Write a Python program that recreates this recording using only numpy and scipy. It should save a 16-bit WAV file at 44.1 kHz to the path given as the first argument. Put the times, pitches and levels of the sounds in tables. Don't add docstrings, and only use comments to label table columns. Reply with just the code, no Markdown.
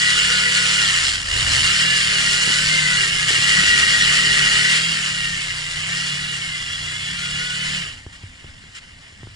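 import sys
import numpy as np
from scipy import signal
from scipy.fft import rfft, irfft, next_fast_len
from scipy.io import wavfile
from scipy.ndimage import uniform_filter1d

SR = 44100
rng = np.random.default_rng(int(sys.argv[2]) if len(sys.argv) > 2 else 0)


def boost(x):
    u = np.asarray(x, float) / 20
    return 10 ** u


def wav_out(sig):
    wavfile.write(sys.argv[1], SR, np.round(np.clip(np.atleast_2d(sig).T, -1, 1) * 32767).astype(np.int16))


N = 412335
T = np.arange(N) / SR

# pitch_hz [Hz], density_db [dB per Hz]
RUMBLE_SPECTRUM = [(12, -37), (20, 2), (43, -2.5), (80, 1.5), (114, -1), (296, -13.5), (331, -47),
                   (400, -52), (520, -66), (880, -120)]
# centre_s [s], width_s [s], level_db [dB over the rumble]
WIND_GUSTS = [(1.2, .1, 8), (1.5, 0.13, 15), (2.7, 0.28, 7), (3.8, 0.27, 10), (4.09, 0.055, 4),
              (4.5, 0.18, 6), (5.78, 0.092, 2), (6.5, 0.047, 7), (6.75, .06, -1.5), (7.19, 0.13, 5.5),
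              (7.55, 0.18, 2.5), (8.35, 0.79, -2)]
# start_s [s], peak_db [dB], ring_hz [Hz], t60_s [s], snap_db [dB]
HOUSING_KNOCKS = [
    (8.065, -15.5, 72, 0.042, -9.5),
    (8.236, -21.5, 97, 0.097, -13),
    (8.444, -21.5, 91, 0.049, -9),
    (8.639, -36.5, 150, 0.076, -2),
    (9.125, -32.5, 85, 0.1, -9),
    (9.232, -28, 106, 0.21, 1),
    (9.271, -39, 95, 0.12, 11),
]
# start_s [s], peak_db [dB]
SAND_CLODS = [
    (.787, -56),
    (1.851, -34),
    (2.477, -28),
    (2.501, -28),
    (2.582, -38),
    (3.281, -38),
    (3.308, -25),
    (3.384, -30),
    (3.638, -29.5),
    (4.27, -31),
]
# start_s [s], level_db [dB over the hiss], length_s [s]
BOOT_STEPS = [
    (8.125, 5, .05),
    (8.745, 10, .05),
]
# pitch_hz [Hz], left_db [dB], right_db [dB], likeness [0-1]
PORT_RESPONSE = [(231, -7, -6.5, 0), (617, -17.5, -15.5, 0.28), (1236, -9.5, -10.5, 0.47),
                 (1370, -4.5, -10, 0.66), (2106, 1.5, -1.5, 1), (2380, -1.5, -4.5, 0.66),
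                 (2980, -5, 3, 0.86), (3840, -8, -9, 0.5), (4000, -7.5, -7.5, 0.77), (5320, -6, -8.5, 0.75),
                 (6080, -14.5, -13.5, 0.45), (7220, -10, -9.5, 0.73), (10070, -18, -20.5, 0.5),
                 (10950, -25.5, -24, 1)]
# pitch_hz [Hz], left_lead [radians]
PORT_LEAD = [(0, 0), (520, .2), (900, 3.1), (1200, 5.7), (1550, 4.8), (2150, 4.4), (2760, 2.1), (3100, 1.2),
             (4050, .5), (5750, -.4), (6550, .4), (7150, .1), (8500, .5), (9300, -.4), (10600, 0)]
# pitch_hz [Hz], width_hz [Hz], peak_db [dB]
CAVITY_RINGS = [(400, 52, -1), (683, 12, 5), (1870, 115, 4), (2840, 147, 6), (3290, 9.7, 4.5),
                (3900, 25, 3.5)]
WHISTLE_S, WHISTLE_END_S, WHISTLE_HZ, WHISTLE_DB = 3.32, 4.78, 1910, -23.5
# start_s [s], end_s [s], pitch_hz [Hz], level_db [dB]
JET_WHISTLES = [
    (WHISTLE_S, WHISTLE_END_S, WHISTLE_HZ, WHISTLE_DB),
    (1.5, 3, 4380.5, -26.5),
    (6.5, 7.5, 3369, -30.5),
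]
# start_s [s], aim_hz [engine cycles a second]
THROTTLE_STEPS = [(0, 36.5), (.77, 26.2), (.94, 6.8), (1.24, 25.4), (1.52, 46.7), (1.9, 32.3), (2.18, 37.8),
                  (2.58, 42.6), (2.7, 34.6), (2.98, 27.3), (3.15, 37.8), (3.51, 35.3), (3.89, 38.4),
                  (4.21, 35.8), (4.55, 42.6), (4.86, 33.9), (5.29, 29.1), (5.72, 38), (6.03, 36.1),
                  (6.28, 28.3), (6.74, 33.4), (6.95, 36.9), (7.47, 38.6), (7.74, 7)]
# time_s [s], rasp_db [dB]
RASP_EFFORT = [(0, -21), (1.05, -20.5), (1.24, -30), (1.36, -22.5), (1.68, -19), (1.9, -21.5), (3.02, -22),
               (3.25, -24.5), (3.3, -20), (3.93, -19.5), (4.77, -20.5), (4.81, -24.5), (5.65, -31.5),
               (5.95, -27.5), (6.65, -32), (7.24, -31), (7.82, -28.5), (8.03, -46)]
# overtone [number], follows [row of MESH_LEVELS], added_db [dB], blur_hz [Hz]
GEAR_OVERTONES = [(1, 0, 5, 8), (2, 0, 4, 8), (2.85, 0, 1, 10), (3, 0, 9, 7), (3.5, 2, -2, 20),
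                  (4, 1, -1, 14), (5, 2, 5, 22), (6, 2, 2, 22), (7, 3, 8, 22), (8, 3, 5, 35), (9, 4, 6, 25)]
# level_db [dB at full effort], effort_share [ratio]
MESH_LEVELS = [(-39, 1.16), (-31.5, 0.5), (-32, 0.66), (-37.5, 0.72), (-34.5, 0.98)]
# start_s [s], length_s [s], added_db [dB]
LOADED_TEETH = [
    [(.25, 0.6, 9), (2.35, 0.94, 7), (7.15, 0.57, 9)],
    [(0, 0.11, 16), (0.415, 0.082, 14), (0.802, 0.3, 8), (2.455, 0.12, 8.5), (2.72, 0.48, 11),
     (3.4, 0.64, 10), (5.2, 0.17, 6), (5.9, 0.12, 6), (7.45, 0.17, 0)],
    [(1.97, 0.15, -2), (6.42, .22, 5), (7.68, 0.13, 1)],
    [(2.65, .2, 3), (3.9, 0.13, 8), (6.08, 0.28, 6), (7.3, 0.25, 4)],
    [(2.3, .2, -1)],
]
# order [number], pipe_db [dB at resonance], side_db [dB added sideways], lug_db [dB]
MAIN_ORDERS = [(3, -33.5, 9, -35.5), (4, -32, -7.5, -57), (5, -39, 1, -32)]
# order [number], level_db [dB against the rasp]
WEAK_ORDERS = [(1, -22.5), (2, -26), (6, -27), (7, -27.5), (8, -35.5), (11, -24), (12, -40), (14, -36.5),
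               (15, -35), (16, -29), (18, -32), (19, -38.5), (21, -44), (23, -35.5), (24, -28), (27, -64),
               (31, -29), (33, -37), (35, -20.5)]


def evened(x):
    return x / np.sqrt(np.mean(x ** 2) + 1e-20)


def columns(rows, at):
    first, *rest = np.transpose(rows)
    return [np.interp(at, first, c) for c in rest]


def log_columns(rows, hz):
    return columns([(np.log(f), *rest) for f, *rest in rows], np.log(hz + 1))


def filtered(x, gain):
    size = next_fast_len(N + 4096)
    return irfft(rfft(x, size) * gain(np.fft.rfftfreq(size, 1 / SR)), size)[..., :N]


def bump(t, s, width):
    return np.exp(-.5 * ((t - s) / width) ** 2)


def drift(top_hz, count=24):
    coarse = T[::256]
    waves = 0
    for f in np.geomspace(.3, top_hz, count):
        waves = waves + np.sin(2 * np.pi * (f * coarse + rng.random())) / np.sqrt(f)
    return np.interp(T, coarse, evened(waves))


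def flutter(top_hz):
    knots = np.arange(0, T[-1] + 1, .5 / top_hz)
    chance = np.interp(T, knots, rng.standard_normal(len(knots)))
    return evened(uniform_filter1d(chance, size=600))


def blurred_line(turns, blur_hz, steady=0):
    coarse = T[::64]
    r = np.exp(-np.pi * blur_hz * 64 / SR)
    a, b = evened(signal.lfilter([1], [1, -r], rng.standard_normal((2, len(coarse)))))
    in_phase = (steady + np.interp(T, coarse, a)) * np.cos(2 * np.pi * turns)
    quadrature = np.interp(T, coarse, b) * np.sin(2 * np.pi * turns)
    return evened(in_phase + quadrature)


def speed(t):
    flywheel_s, full_lug_hz_per_s, coast_share = .1107, 25, .3
    slow_hz, slow_span_hz = 38, 12
    s, aim_hz = np.transpose(THROTTLE_STEPS)
    steps_hz = np.diff(aim_hz)
    u = np.maximum(t[:, None] - s[1:], 0) / flywheel_s
    hz = aim_hz[0] + (1 - (1 + u) * np.exp(-u)) @ steps_hz
    pull_hz_per_s = (u * np.exp(-u)) @ steps_hz / flywheel_s
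    load = np.clip(pull_hz_per_s / full_lug_hz_per_s, coast_share, 1)
    return hz, load * np.clip((slow_hz - hz) / slow_span_hz, 0, 1)


def effort(t):
    return columns(RASP_EFFORT, t)[0] - np.maximum(t - RASP_EFFORT[-1][0], 0)


def sideways():
    turn_s, turn_length_s = 1.5, 1
    return np.clip(1 - (T - turn_s) / turn_length_s, 0, 1)


def ports(direct, left, right):
    def port(side):
        def gain(hz):
            *db, like = log_columns(PORT_RESPONSE, hz)
            lead, = columns(PORT_LEAD, hz)
            like = np.clip(like, 0, 1)
            low_cut = hz ** 4 / (hz ** 4 + 330. ** 4)
            ring_db = sum(peak_db / (1 + (2 * (hz - f) / width) ** 2) for f, width, peak_db in CAVITY_RINGS)
            shared = like ** .5 * np.exp(1j * lead * (.5 - side))
            return boost(db[side] + ring_db) * low_cut * np.array([shared, (1 - like) ** .5])
        return gain
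    heard = [filtered(np.array([direct, own]), port(side)).sum(0) for side, own in enumerate((left, right))]
    return np.array(heard)


def rumble():
    level_db = -46.5 + sum(db * bump(T, s, width) for s, width, db in WIND_GUSTS)
    noise = rng.standard_normal((3, N))
    lumps = boost(2.5 * flutter(top_hz=8))
    wind = filtered(noise[0] + 0.3 * noise[1:], lambda hz: boost(log_columns(RUMBLE_SPECTRUM, hz)[0]))
    return evened(wind) * boost(level_db) * lumps


def knocks():
    out, t = np.zeros(N + SR), np.arange(SR // 4) / SR
    clod_hz, clod_t60_s, clod_snap_db = 95, 0.075, 8.5
    clods = [(s, db, clod_hz, clod_t60_s, clod_snap_db) for s, db in SAND_CLODS]
    for s, db, hz, t60, snap_db in clods + list(HOUSING_KNOCKS):
        swell = np.minimum(t * hz * 2, 1)
        ring = -np.sin(2 * np.pi * hz * t) * boost(-60 * t / t60) * swell
        snap = boost(snap_db + 9.5) * (t / 0.00032) * np.exp(-t / 0.0002) * np.cos(2 * np.pi * 400 * t)
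        snap += boost(snap_db - 3.5 - 60 * t / 0.014) * np.sin(2 * np.pi * 370 * t)
        at = round(s * SR)
        out[at:at + len(t)] += boost(db) * (boost(-1.5) * ring + snap)
    return out[:N]


def crunch():
    gain = 1
    for s, db, length in BOOT_STEPS:
        rise = np.clip((T - s) / 0.0062, 0, 1)
        fall = np.clip((s + length - T) / 0.0084, 0, 1)
        gain = gain + (boost(db) - 1) * rise * fall
    return gain


def whistle():
    out = np.zeros(N)
    for s, end, hz, db in JET_WHISTLES:
        on = np.clip(np.minimum((T - s) / 0.047, (end - T) / .02), 0, 1)
        turns = np.cumsum(hz + 18 * drift(4)) / SR
        out += on * boost(db + 1.3 * drift(4)) * blurred_line(turns, blur_hz=30, steady=0.75)
    return out


def hiss(turns):
    chop_depth, fade_s, end_s = 0.29, 5, 9.5
    depth = chop_depth * np.clip((end_s - T) / (end_s - fade_s), 0, 1)
    chain = 5.76 * turns
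    chain_beat = np.cos(2 * np.pi * chain) + .5 * np.cos(np.pi * chain)
    chop = 1 + depth * chain_beat + 0.055 * np.cos(2 * np.pi * turns)
    grain_size = boost(3.17 * np.minimum(rng.exponential(1, N), 5))
    struck = rng.random(N) < 1500 / SR
    grains = grain_size * struck * rng.choice([-1, 1], N)
    streams = rng.standard_normal((3, N)) * chop
    streams[0] += 0.41 * evened(grains)
    return streams * boost(.8 * flutter(top_hz=24))


def mottle(shape, bands, frames):
    field = uniform_filter1d(rng.standard_normal(shape), size=bands, axis=0)
    return evened(uniform_filter1d(field, size=frames, axis=1))


def shaped(streams):
    hz, t, z = signal.stft(streams, SR, nperseg=512, noverlap=384)
    hz = hz[:, None]
    rasp_db = effort(t)
    spray_db = 2 * bump(t, 2.52, 0.21)
    treble_db = -1.72 + spray_db - 3.5 * np.clip((t - 7.78) / 0.033, 0, 1)
    body_share, body_lug_db = 0.63, 6
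    body_db = -25 + (body_share - 1) * (rasp_db + 23.5) + body_lug_db * speed(t)[1]
    high = np.clip((hz - 3200) / 700, 0, 1)
    low = np.clip((1250 - hz) / 350, 0, 1)
    patches = mottle(z.shape[1:], bands=7, frames=40)
    streaks = mottle(z.shape[1:], bands=2, frames=11)
    far_db = -3.5 * np.exp(-((hz - 2900) / 350) ** 2) * np.clip((t - 7.9) / 0.09, 0, 1)
    field_db = far_db + rasp_db + high * (treble_db + 4.0) + low * (body_db + 20.5)
    field_db = field_db + 0.46 * patches + 1.9 * streaks
    field_db = field_db + (1 - low) * 20 * np.log10(np.interp(t, T, crunch()))
    return signal.istft(z * boost(field_db), SR, nperseg=512, noverlap=384)[1][:, :N]


def whine(turns, hz, rasp_db):
    cruise_hz, db_per_octave, edge_s = 36.5, 12, .1
    teeth = turns * 40 / 3
    speed_db = db_per_octave * np.log2(hz / cruise_hz)
    level_db = [db + share * (rasp_db + 21) + speed_db for db, share in MESH_LEVELS]
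    for k, rows in enumerate(LOADED_TEETH):
        for s, length, db in rows:
            inside_s = np.minimum(T - s, s + length - T)
            level_db[k] = level_db[k] + db * np.clip(inside_s / edge_s + .5, 0, 1)
    lines = 0
    for n, k, db, blur_hz in GEAR_OVERTONES:
        steady = 1.2 * (n in (3, 4, 6, 9))
        lines = lines + boost(level_db[k] + db) * blurred_line(n * teeth, blur_hz, steady)
    return lines * np.clip((7.9 - T) / 0.12, 0, 1)


def mains(hz, lug, rasp_db):
    pipe_hz, pipe_width_hz, pipe_fall_db, pipe_share = 168.3, 35, -8.5, 0.35
    thud_hz, thud_width_hz = 95, 50
    side = sideways()
    out = []
    for order, pipe_db, side_db, lug_db in MAIN_ORDERS:
        off = np.minimum(((order * hz - pipe_hz) / pipe_width_hz) ** 2, 2.3)
        effort_db = pipe_share * (rasp_db + 18)
        ring = boost(pipe_db + side_db * side + pipe_fall_db * off + effort_db + drift(top_hz=1.9))
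        thud = lug * boost(lug_db + 0.21 * (rasp_db + 13)) * bump(order * hz, thud_hz, thud_width_hz)
        out.append(20 * np.log10(ring + thud))
    return out


def exhaust(turns, main_db, rasp_db, lug):
    running = np.clip((8.06 - T) / 0.057, 0, 1)
    out = np.zeros((2, N))
    misfire_db = 3.2 * bump(T, 3.75, .55)
    rough_db = 1.7 - .5 * lug + misfire_db
    for order, db in zip((3, 4, 5), main_db):
        sway = 0.15 * drift(2.7) * np.array([[1], [-1]])
        level = np.sqrt(2) * boost(db + rough_db * flutter(top_hz=11))
        out += level * np.cos(2 * np.pi * (order * turns + rng.random()) + sway)
    chug_hz, chug_span_hz, chug_db = 31, 14, 14
    chug = chug_db * np.clip((chug_hz - np.gradient(turns) * SR) / chug_span_hz, 0, 1)
    side_db = -3 * sideways()
    for order, db in WEAK_ORDERS:
        if order > 5:
            db = db + side_db
        if order in (7, 8):
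            db = db + chug
        elif order > 8:
            db = db - 14 * lug
        effort_db = min(.5 + .09 * order, 1.5) * (rasp_db + 22) - 26
        steady = 1. * (order < 3) + 1.5 * lug
        out += boost(db + effort_db) * blurred_line(order * turns, 1.2 + .28 * order, steady)
    return out * running


def scene():
    hz, lug = [np.interp(T, T[::64], c) for c in speed(T[::64])]
    turns, rasp_db = np.cumsum(hz) / SR, effort(T)
    streams = boost(11.5) * shaped(hiss(turns))
    streams[0] += whine(turns, hz, rasp_db) + whistle()
    engine = exhaust(turns, mains(hz, lug, rasp_db), rasp_db, lug)
    return ports(*streams) + engine + rumble() + knocks()


def band_limit(x):
    return signal.sosfilt(signal.butter(12, 11020, fs=SR, output="sos"), x)


def record(dry):
    ceiling = 1.1
    limited = ceiling * np.tanh(dry / ceiling)
    taps = signal.firwin(1023, 11030, window=("kaiser", 9), fs=SR)
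    mix = signal.oaconvolve(limited, taps[None], "same")
    return band_limit(mix)


dry = scene()
out = record(dry)
wav_out(out)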